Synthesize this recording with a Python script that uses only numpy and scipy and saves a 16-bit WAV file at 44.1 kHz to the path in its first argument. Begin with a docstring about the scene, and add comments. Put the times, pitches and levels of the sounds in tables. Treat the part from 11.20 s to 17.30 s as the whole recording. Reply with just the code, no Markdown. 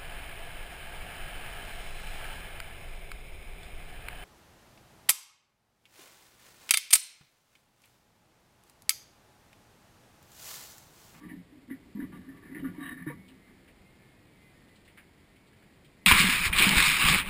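"""A hard, gritty scrape with low bumps, carried straight into a small camera clamped under a vehicle.
It ends the scene: before it the frame groans, knocks and chatters as weight shifts, then dry ticks stand out.
Scrape and chatter are noise ringing resonances, thumps are damped swings; a far motor (wavering sines)
and steady air noise run throughout. The camera samples at 12 kHz and holds each sample, so the treble
mirrors the lower band."""
import sys
import numpy as np
from scipy import signal
from scipy.fft import rfft, irfft
from scipy.io import wavfile
from scipy.ndimage import uniform_filter1d

SR = 44100
rng = np.random.default_rng(int(sys.argv[2]) if len(sys.argv) > 2 else 0)


def materialize(psi):
    """Save the field psi as 16-bit PCM at rate SR to the path in sys.argv[1].

    A 1-D psi becomes a single channel; in a 2-D psi each row is a channel.
    """
    bounded = np.clip(np.atleast_2d(psi).T, -1, 1)
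    quanta = np.round(bounded * 32767).astype(np.int16)
    wavfile.write(sys.argv[1], SR, quanta)


N = 268951

# contact pressure of the scrape, heard as grit level: t/s, level/dB
PRESSURE = [(4.862, -18.5), (4.96, -22.5), (5.0, -21), (5.11, -24), (5.22, -29.5), (5.27, -25),
            (5.312, -42), (5.33, -37), (5.385, -20.5), (5.54, -24.5), (5.575, -19), (5.7, -21.5),
            (5.785, -26.5), (5.89, -21), (6.0, -25), (6.045, -40.5), (6.099, -32.5)]
USUAL_PRESSURE_DB = -24
# resonances of the camera housing: f/Hz, width/Hz, level/dB
HOUSING_MODES = [(1160, 280, -9), (1665, 73, -9), (2195, 36, -4), (2300, 200, -7), (2460, 400, -5),
                 (2800, 30, 1), (3573, 63, -1), (3960, 120, -16)]
# weight shifting on the springs: start/s, hold/s, frame groan/dB, axle hum/dB, bracket chatter/dB
WEIGHT_SHIFTS = [(0.0, .13, -48.5, -53.5, -58), (0.34, 0.097, -56, -78, -84),
                 (0.491, 0.015, -43.5, -50, -49.5), (0.603, 0.097, -54.5, -75, -88),
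                 (.75, 0.025, -44, -49, -57), (0.786, 0.051, -44, -48.5, -54),
                 (0.913, 0.047, -48.5, -51, -53.5), (0.998, 0.19, -53, -58, -63),
                 (1.21, 0.18, -52, -69, -58), (1.342, 0.06, -41, -46, -53),
                 (1.427, 0.071, -43.5, -52, -52.5), (1.527, 0.087, -48.5, -51, -55.5),
                 (1.59, 0.14, -46, -55, -47.5), (1.76, 0.048, -54, -60, -55), (1.793, 0.034, -48, -60, -60),
                 (1.86, 0.049, -46, -50, -46), (2.081, 0.044, -57, -70, -64), (2.266, 0.033, -57, -72, -65)]
CHATTER_FALL_DB_PER_S = 323


def scrape():
    """Grit drags over metal while the mount hums; sharp catches and low bumps break through."""
    touching = np.arange(N) / SR >= PRESSURE[0][0]
    return (grit() + mount()) * touching + catches() + bumps()


def grit():
    """Dense grains of uneven size drag over metal and ring the housing; harder contact is brighter."""
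    # spectrum of the grains: f/Hz, density/(dB per Hz)
    grain_spectrum = [(240, -54), (400, -15), (525, -57), (688, -18), (853, -19), (965, -7.5), (1820, -3.5),
                      (2300, 1), (3380, -6.5), (3660, -4.5), (4440, -11.5), (5200, -11), (5950, -24.5),
                      (7740, -74), (13100, -120)]
    grains_per_s = 9000
    top_db_per_pressure_db = 0.44

    size = gain_of(0.22 * np.minimum(rng.exponential(1, N), 3.0))
    grains = size * (rng.random(N) < grains_per_s / SR) * rng.standard_normal(N)
    grains *= flutter(hz=94.5, depth_db=0.05) * flutter(hz=28.2, depth_db=1.23)
    direct = evened(colour(grains, grain_spectrum))
    rung = evened(ring(grains, HOUSING_MODES, waver_db=4))
    sound = evened(patchy(direct + 0.22 * rung, depth_db=1.57))

    pressure_db, = curves(PRESSURE)
    top = signal.sosfiltfilt(signal.butter(3, 3200, "high", fs=SR, output="sos"), sound)
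    top_gain = gain_of(top_db_per_pressure_db * (pressure_db - USUAL_PRESSURE_DB))
    top_gain *= flutter(hz=13.5, depth_db=1.5)
    return gain_of(pressure_db) * (sound + (top_gain - 1) * top)


def mount():
    """The mount passes a lumpy rumble, plus a deep shudder that partly follows the contact pressure."""
    # level of the mount hum: t/s, level/dB
    hum_level = [(4.862, -36.5), (5.1, -42.5), (5.2, -47), (5.38, -45), (5.42, -32), (5.6, -32),
                 (5.64, -45.5), (5.8, -38.5), (5.9, -31), (5.98, -41), (6.099, -51)]
    # spectrum of the hum: f/Hz, density/(dB per Hz)
    rumble_spectrum = [(65, -40), (110, -17.5), (178, 1.5), (254, -8), (333, -13.5), (371, -14.5),
                       (522, -20), (700, -20), (910, -10), (1540, -120)]
    shudder_at_usual_db, pressure_share = -39.5, 0.43

    (hum_db,), (pressure_db,) = curves(hum_level), curves(PRESSURE)
    lumps = rng.standard_normal(N) * flutter(hz=34, depth_db=2.5)
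    hum = evened(colour(lumps, rumble_spectrum))
    shudder = evened(signal.sosfilt(signal.butter(1, [8, 40], "band", fs=SR, output="sos"), lumps))
    shudder_db = shudder_at_usual_db + pressure_share * (pressure_db - USUAL_PRESSURE_DB)
    return gain_of(hum_db) * hum + gain_of(shudder_db) * shudder


def catches():
    """Sharp catches in the scrape: short noise puffs, heard directly and ringing the housing."""
    # t/s, peak/dB, centre f/Hz, decay time/s
    catch_rows = [(4.861, -4, 2260, 0.002), (4.879, -12.5, 2370, 0.0074), (4.913, -4, 2350, 0.0034),
                  (4.92, -4.5, 2370, 0.0038), (4.923, -12, 1750, 0.00099), (4.98, -12.5, 2200, 0.019),
                  (5.003, -12.5, 2420, 0.025), (5.326, -17, 2300, 0.035), (5.384, -10.5, 2970, 0.011),
                  (5.427, -13.5, 2470, 0.006), (5.492, -10.5, 3430, 0.0013)]
    return blows(catch_rows, HOUSING_MODES, spread=1.3, rise=0.059, direct=2.1)


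def bumps():
    """Bumps and deep single lurches of the mount: damped swings."""
    # bumps during the scrape: t/s, peak/dB, settled f/Hz
    bump_rows = [(4.864, -22.5, 177.6), (4.911, -26, 239), (5.0, -24.5, 164), (5.042, -20, 182),
                 (5.088, -29.5, 244), (4.912, -11.5, 975), (4.913, -31.5, 366), (4.923, -20.5, 1060),
                 (5.402, -30.5, 348), (5.425, -35, 420), (5.467, -19, 180), (5.508, -23, 191),
                 (5.592, -30.5, 197), (5.675, -31, 152), (5.84, -28.5, 159.5), (5.91, -27, 162),
                 (6.07, -38, 175)]
    # deep lurches: t/s, peak/dB, settled f/Hz
    lurch_rows = [(4.922, -16, 70), (5.264, -24, 71), (5.298, -25, 60.5), (5.43, -31, 39),
                  (5.568, -18, 49.1), (5.85, -23, 40), (5.895, -26, 50)]
    lurches = thumps(lurch_rows, cycles=0.33, rise_s=0.0018, sag=0.07)
    return thumps(bump_rows, cycles=3.54, rise_s=0.00092, sag=0.075) + lurches


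def frame_and_axle():
    """Uneven slips in the joints ring the frame as groan and the axle, slightly later, as hum."""
    # frame rails: f/Hz, width/Hz, level/dB
    frame_modes = [(202.3, 25, -8), (265.7, 38, 3), (296.5, 41.5, -2), (374, 23, -11), (517, 15.5, -18)]
    # axle: f/Hz, width/Hz, level/dB
    axle_modes = [(105, 100, -8.5), (151, 13, 1), (178.2, 25, 5.5)]
    axle_lag_s = 0.045
    groan_fall_db_per_s, hum_fall_db_per_s = 125, 106

    start_s, hold_s, groan_db, hum_db, _ = np.transpose(WEIGHT_SHIFTS)
    slips = rng.standard_normal(N) * flutter(hz=40, depth_db=3)
    groan = evened(ring(slips, frame_modes, waver_db=2))
    groan *= surges(start_s, hold_s, groan_db, groan_fall_db_per_s)
    hum = evened(ring(slips, axle_modes, waver_db=2))
    hum *= surges(start_s + axle_lag_s, hold_s, hum_db, hum_fall_db_per_s)
    return groan + hum


def knocks():
    """Knocks in the frame: damped swings."""
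    # t/s, peak/dB, settled f/Hz
    knock_rows = [(.10, -50, 178), (.322, -47.5, 294), (.368, -47.5, 263), (.485, -42, 258),
                  (.508, -32, 262), (.53, -41.5, 266), (.75, -32, 205), (.792, -31, 277.4),
                  (.83, -40.5, 280), (.93, -45, 180), (.985, -41.5, 252), (1.08, -39, 266),
                  (1.32, -38.5, 264), (1.426, -37, 262), (1.443, -32, 271), (1.47, -49.5, 101),
                  (1.58, -36, 293), (1.611, -35, 271), (1.813, -40, 174), (1.866, -30, 299),
                  (1.869, -35.5, 143), (1.9, -40.5, 480), (2.272, -54.5, 275)]
    return thumps(knock_rows, cycles=5, rise_s=0.0026, sag=0.027)


def brackets():
    """Rattle noise rings light brackets as chatter and a thin rubbing hiss; jolts stand out."""
    # light brackets: f/Hz, width/Hz, level/dB
    bracket_modes = [(720, 24, 3), (959, 42, 10.5), (1152, 68, 12.5), (1440, 22, 10), (1797, 185, 14.5),
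                     (1960, 190, 11), (2230, 110, 5.5), (2930, 550, -4), (4620, 1900, -29)]
    # rubbing hiss: f/Hz, width/Hz, level/dB
    rub_modes = [(3790, 100, -8), (3780, 88, -2)]
    # one bush slides: start/s, hold/s, level/dB
    bush_slide = (1.6, 0.13, -64)
    # bracket jolts: t/s, peak/dB, centre f/Hz
    jolt_rows = [(0.031, -54, 1140), (0.087, -44, 1970), (0.1, -57, 800), (0.5, -44, 1800),
                 (0.798, -40, 1600), (0.926, -51, 980), (1.085, -51.5, 1700), (1.347, -37, 1950),
                 (1.443, -38, 1420), (1.871, -53, 1850), (1.886, -41, 1830)]
    rub_re_chatter_db, jolt_decay_s = -21.5, 0.025

    start_s, hold_s, _, _, chatter_db = np.transpose(WEIGHT_SHIFTS)
    rattle = rng.standard_normal(N) * flutter(hz=90, depth_db=1.5)
    shaking = surges(start_s, hold_s, chatter_db, CHATTER_FALL_DB_PER_S)
    chatter = shaking * evened(ring(rattle, bracket_modes, waver_db=3.5))
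    slide = surges(*np.transpose([bush_slide]), CHATTER_FALL_DB_PER_S)
    rub = (gain_of(rub_re_chatter_db) * shaking + slide) * evened(ring(rattle, rub_modes))
    jolts = blows(lasting(jolt_rows, jolt_decay_s), bracket_modes, spread=1.13, rise=0.019, direct=1)
    return chatter + rub + jolts


def ticks():
    """Dry ticks of settling grit: noise puffs with no resonance."""
    # t/s, peak/dB, centre f/Hz
    tick_rows = [(2.08, -49.5, 2950), (2.476, -52, 2100), (3.22, -60, 2910), (3.48, -58, 2790),
                 (3.555, -55, 3600), (3.65, -56, 3300), (3.676, -50, 2300), (3.773, -42.5, 1900),
                 (4.16, -56, 2410), (4.27, -59, 3190), (4.33, -58, 1750), (4.421, -52.5, 2000),
                 (4.645, -51.5, 2800)]
    tick_decay_s = 0.023
    return blows(lasting(tick_rows, tick_decay_s), None, spread=1.33, rise=0.071, direct=1)


def motor():
    """Upper harmonics of a far engine; only those near one band carry this far, and they waver."""
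    # distant motor: t/s, firing rate f/Hz, level/dB
    motor_rows = [(0, 181, -76), (.8, 186, -77), (2.0, 183, -69), (2.2, 187.5, -72.5), (2.4, 194, -68),
                  (2.62, 191, -72), (2.9, 196, -72.5), (3.2, 188, -71), (3.45, 182.7, -69.5),
                  (3.6, 182.2, -71.5), (4.0, 183, -76.5), (4.5, 189, -73.5), (4.78, 185, -73.5),
                  (6.1, 180, -69)]
    best_hz, carry_width_hz = 2090, 260

    firing_hz, level_db = curves(motor_rows)
    jitter = 0.0017 * evened(uniform_filter1d(rng.standard_normal(N), 2000))
    turns = np.cumsum(firing_hz * (1 + jitter)) / SR
    lines = np.zeros(N)
    for order in range(8, 14):
        carried = np.exp(-0.5 * ((order * firing_hz - best_hz) / carry_width_hz) ** 2)
        lines += carried * flutter(hz=9, depth_db=5.5) * np.sin(2 * np.pi * order * turns)
    return gain_of(level_db) * lines


def air():
    """Steady outdoor hush and microphone hiss: coloured noise with a slight waver."""
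    # spectrum: f/Hz, density/(dB per Hz)
    air_spectrum = [(12, -36), (20, -7), (38, -5), (141, -2), (171, -5), (202, 0.5), (227, -6.5), (275, -4),
                    (317, -6), (499, -12.5), (1460, -20.5), (2090, -15.5), (2580, -20.5), (4800, -25),
                    (5950, -31), (7740, -70), (13100, -120)]
    level_db = -59.5
    hush = evened(colour(rng.standard_normal(N), air_spectrum))
    return gain_of(level_db) * hush * flutter(hz=2.9, depth_db=0.47)


def thumps(rows, cycles, rise_s, sag):
    """Each thump is a damped swing of a heavy part, down to 1/e in `cycles`, its pitch sagging as it settles."""
    out, t = np.zeros(N), np.arange(SR // 3) / SR
    for (s, db, hz), sign in zip(rows, rng.choice([-1, 1], len(rows))):
        fade = np.exp(-t * hz / cycles)
        turns = np.cumsum(hz * (1 + sag * fade)) / SR
        swing = (1 - np.exp(-t / rise_s)) * fade * np.sin(2 * np.pi * turns)
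        add(out, s, sign * gain_of(db) * swing / abs(swing).max())
    return out


def blows(rows, modes, spread, rise, direct):
    """Each blow is a noise puff around its centre, rising over a share of its decay time; it rings the modes."""
    out, t = np.zeros(N), np.arange(SR // 4) / SR
    for s, db, hz, decay_s in rows:
        u = t / max(decay_s, 5e-4)
        puff = rng.standard_normal(len(t)) * (1 - np.exp(-u / rise)) * np.exp(-u)
        band = signal.butter(2, [hz / spread, hz * spread], "band", fs=SR, output="sos")
        puff = signal.sosfilt(band, puff)
        sound = direct * evened(puff)
        if modes:
            sound = sound + evened(ring(puff, modes))
        add(out, s, gain_of(db) * sound / abs(sound).max())
    return out


def surges(starts_s, holds_s, levels_db, fall_db_per_s):
    """Gain of a layer: each surge rises, then dies away once its hold from the start is over; powers add."""
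    rise_s = 0.019
    t = np.arange(3 * SR) / SR
    power = np.zeros(N)
    for s, hold_s, db in zip(starts_s, holds_s, levels_db):
        fall_db = fall_db_per_s * np.maximum(t - hold_s, 0)
        shape = np.clip(t / rise_s, 0, 1) * gain_of(db - fall_db)
        add(power, max(s, 0), shape ** 2)
    return np.sqrt(power)


def ring(x, modes, waver_db=0):
    """Sum of steep double-pole resonances; with waver_db, each is driven with its own wavering strength."""
    out = np.zeros(len(x))
    for hz, width_hz, db in modes:
        r = np.exp(-np.pi * width_hz / SR)
        pole = r * np.exp(2j * np.pi * hz / SR)
        drive = x * flutter(hz=8.9, depth_db=waver_db) if waver_db else x
        rung = signal.lfilter([(1 - r) ** 2], [1, -2 * pole, pole ** 2], drive)
        out += gain_of(db) * 2 * rung.real
    return out


def patchy(x, depth_db):
    """The colour wanders: random patches a few hundred Hz wide and some 40 ms long swell and sink."""
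    z = signal.stft(x, nperseg=512, noverlap=384)[2]
    field = uniform_filter1d(rng.standard_normal(z.shape), size=5, axis=0)
    field = uniform_filter1d(field, size=14, axis=1)
    return signal.istft(z * gain_of(depth_db * evened(field)), nperseg=512, noverlap=384)[1][:len(x)]


def flutter(hz, depth_db):
    """Random smooth gain that wavers about hz times a second, rms 1."""
    size = max(int(SR / hz), 1)
    drift = uniform_filter1d(rng.standard_normal(N), size)
    drift = evened(uniform_filter1d(drift, size // 2 + 1))
    return evened(gain_of(depth_db * np.clip(drift, -2, 2)))


def colour(x, points):
    """Shapes x by a spectrum read on a log-frequency axis."""
    hz, db = np.transpose(points)
    shape_db = np.interp(np.log(np.fft.rfftfreq(len(x), 1 / SR) + 1), np.log(hz + 1), db)
    return irfft(rfft(x) * gain_of(shape_db), len(x))


def curves(rows):
    """Columns of a curve table, sample by sample."""
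    s, *columns = np.transpose(rows)
    return [np.interp(np.arange(N) / SR, s, c) for c in columns]


def lasting(rows, decay_s):
    """Gives every row the same decay time."""
    return [(*row, decay_s) for row in rows]


def add(mix, s, sound):
    """Lays a sound into the mix at s seconds."""
    part = mix[round(s * SR):][:len(sound)]
    part += sound[:len(part)]


def evened(x):
    """Scales to rms 1."""
    return x / np.sqrt(np.mean(x ** 2) + 1e-20)


def gain_of(db):
    """dB to gain."""
    return 10 ** (np.asarray(db) / 20)


def scene():
    """All sources at the single microphone."""
    chassis = frame_and_axle() + knocks() + brackets()
    return (scrape() + chassis + ticks() + motor() + air())[None]


def record(dry):
    """Samples at a low rate, repeats each sample so mirror bands stay in the treble, then limits the band."""
    hold_hz, repeats, edge_hz = 12000, 4, 15330
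    sampled = signal.resample_poly(dry, hold_hz, SR, axis=1)
    held = np.repeat(sampled, repeats, axis=1)
    held = signal.resample_poly(held, SR, hold_hz * repeats, axis=1)[:, :N]
    held = np.pad(held, ((0, 0), (0, N - held.shape[1])))
    band_limit = signal.firwin(1023, edge_hz, window=("kaiser", 9), fs=SR)
    return signal.oaconvolve(held, band_limit[None], "same")


dry = scene()
out = record(dry)
materialize(out)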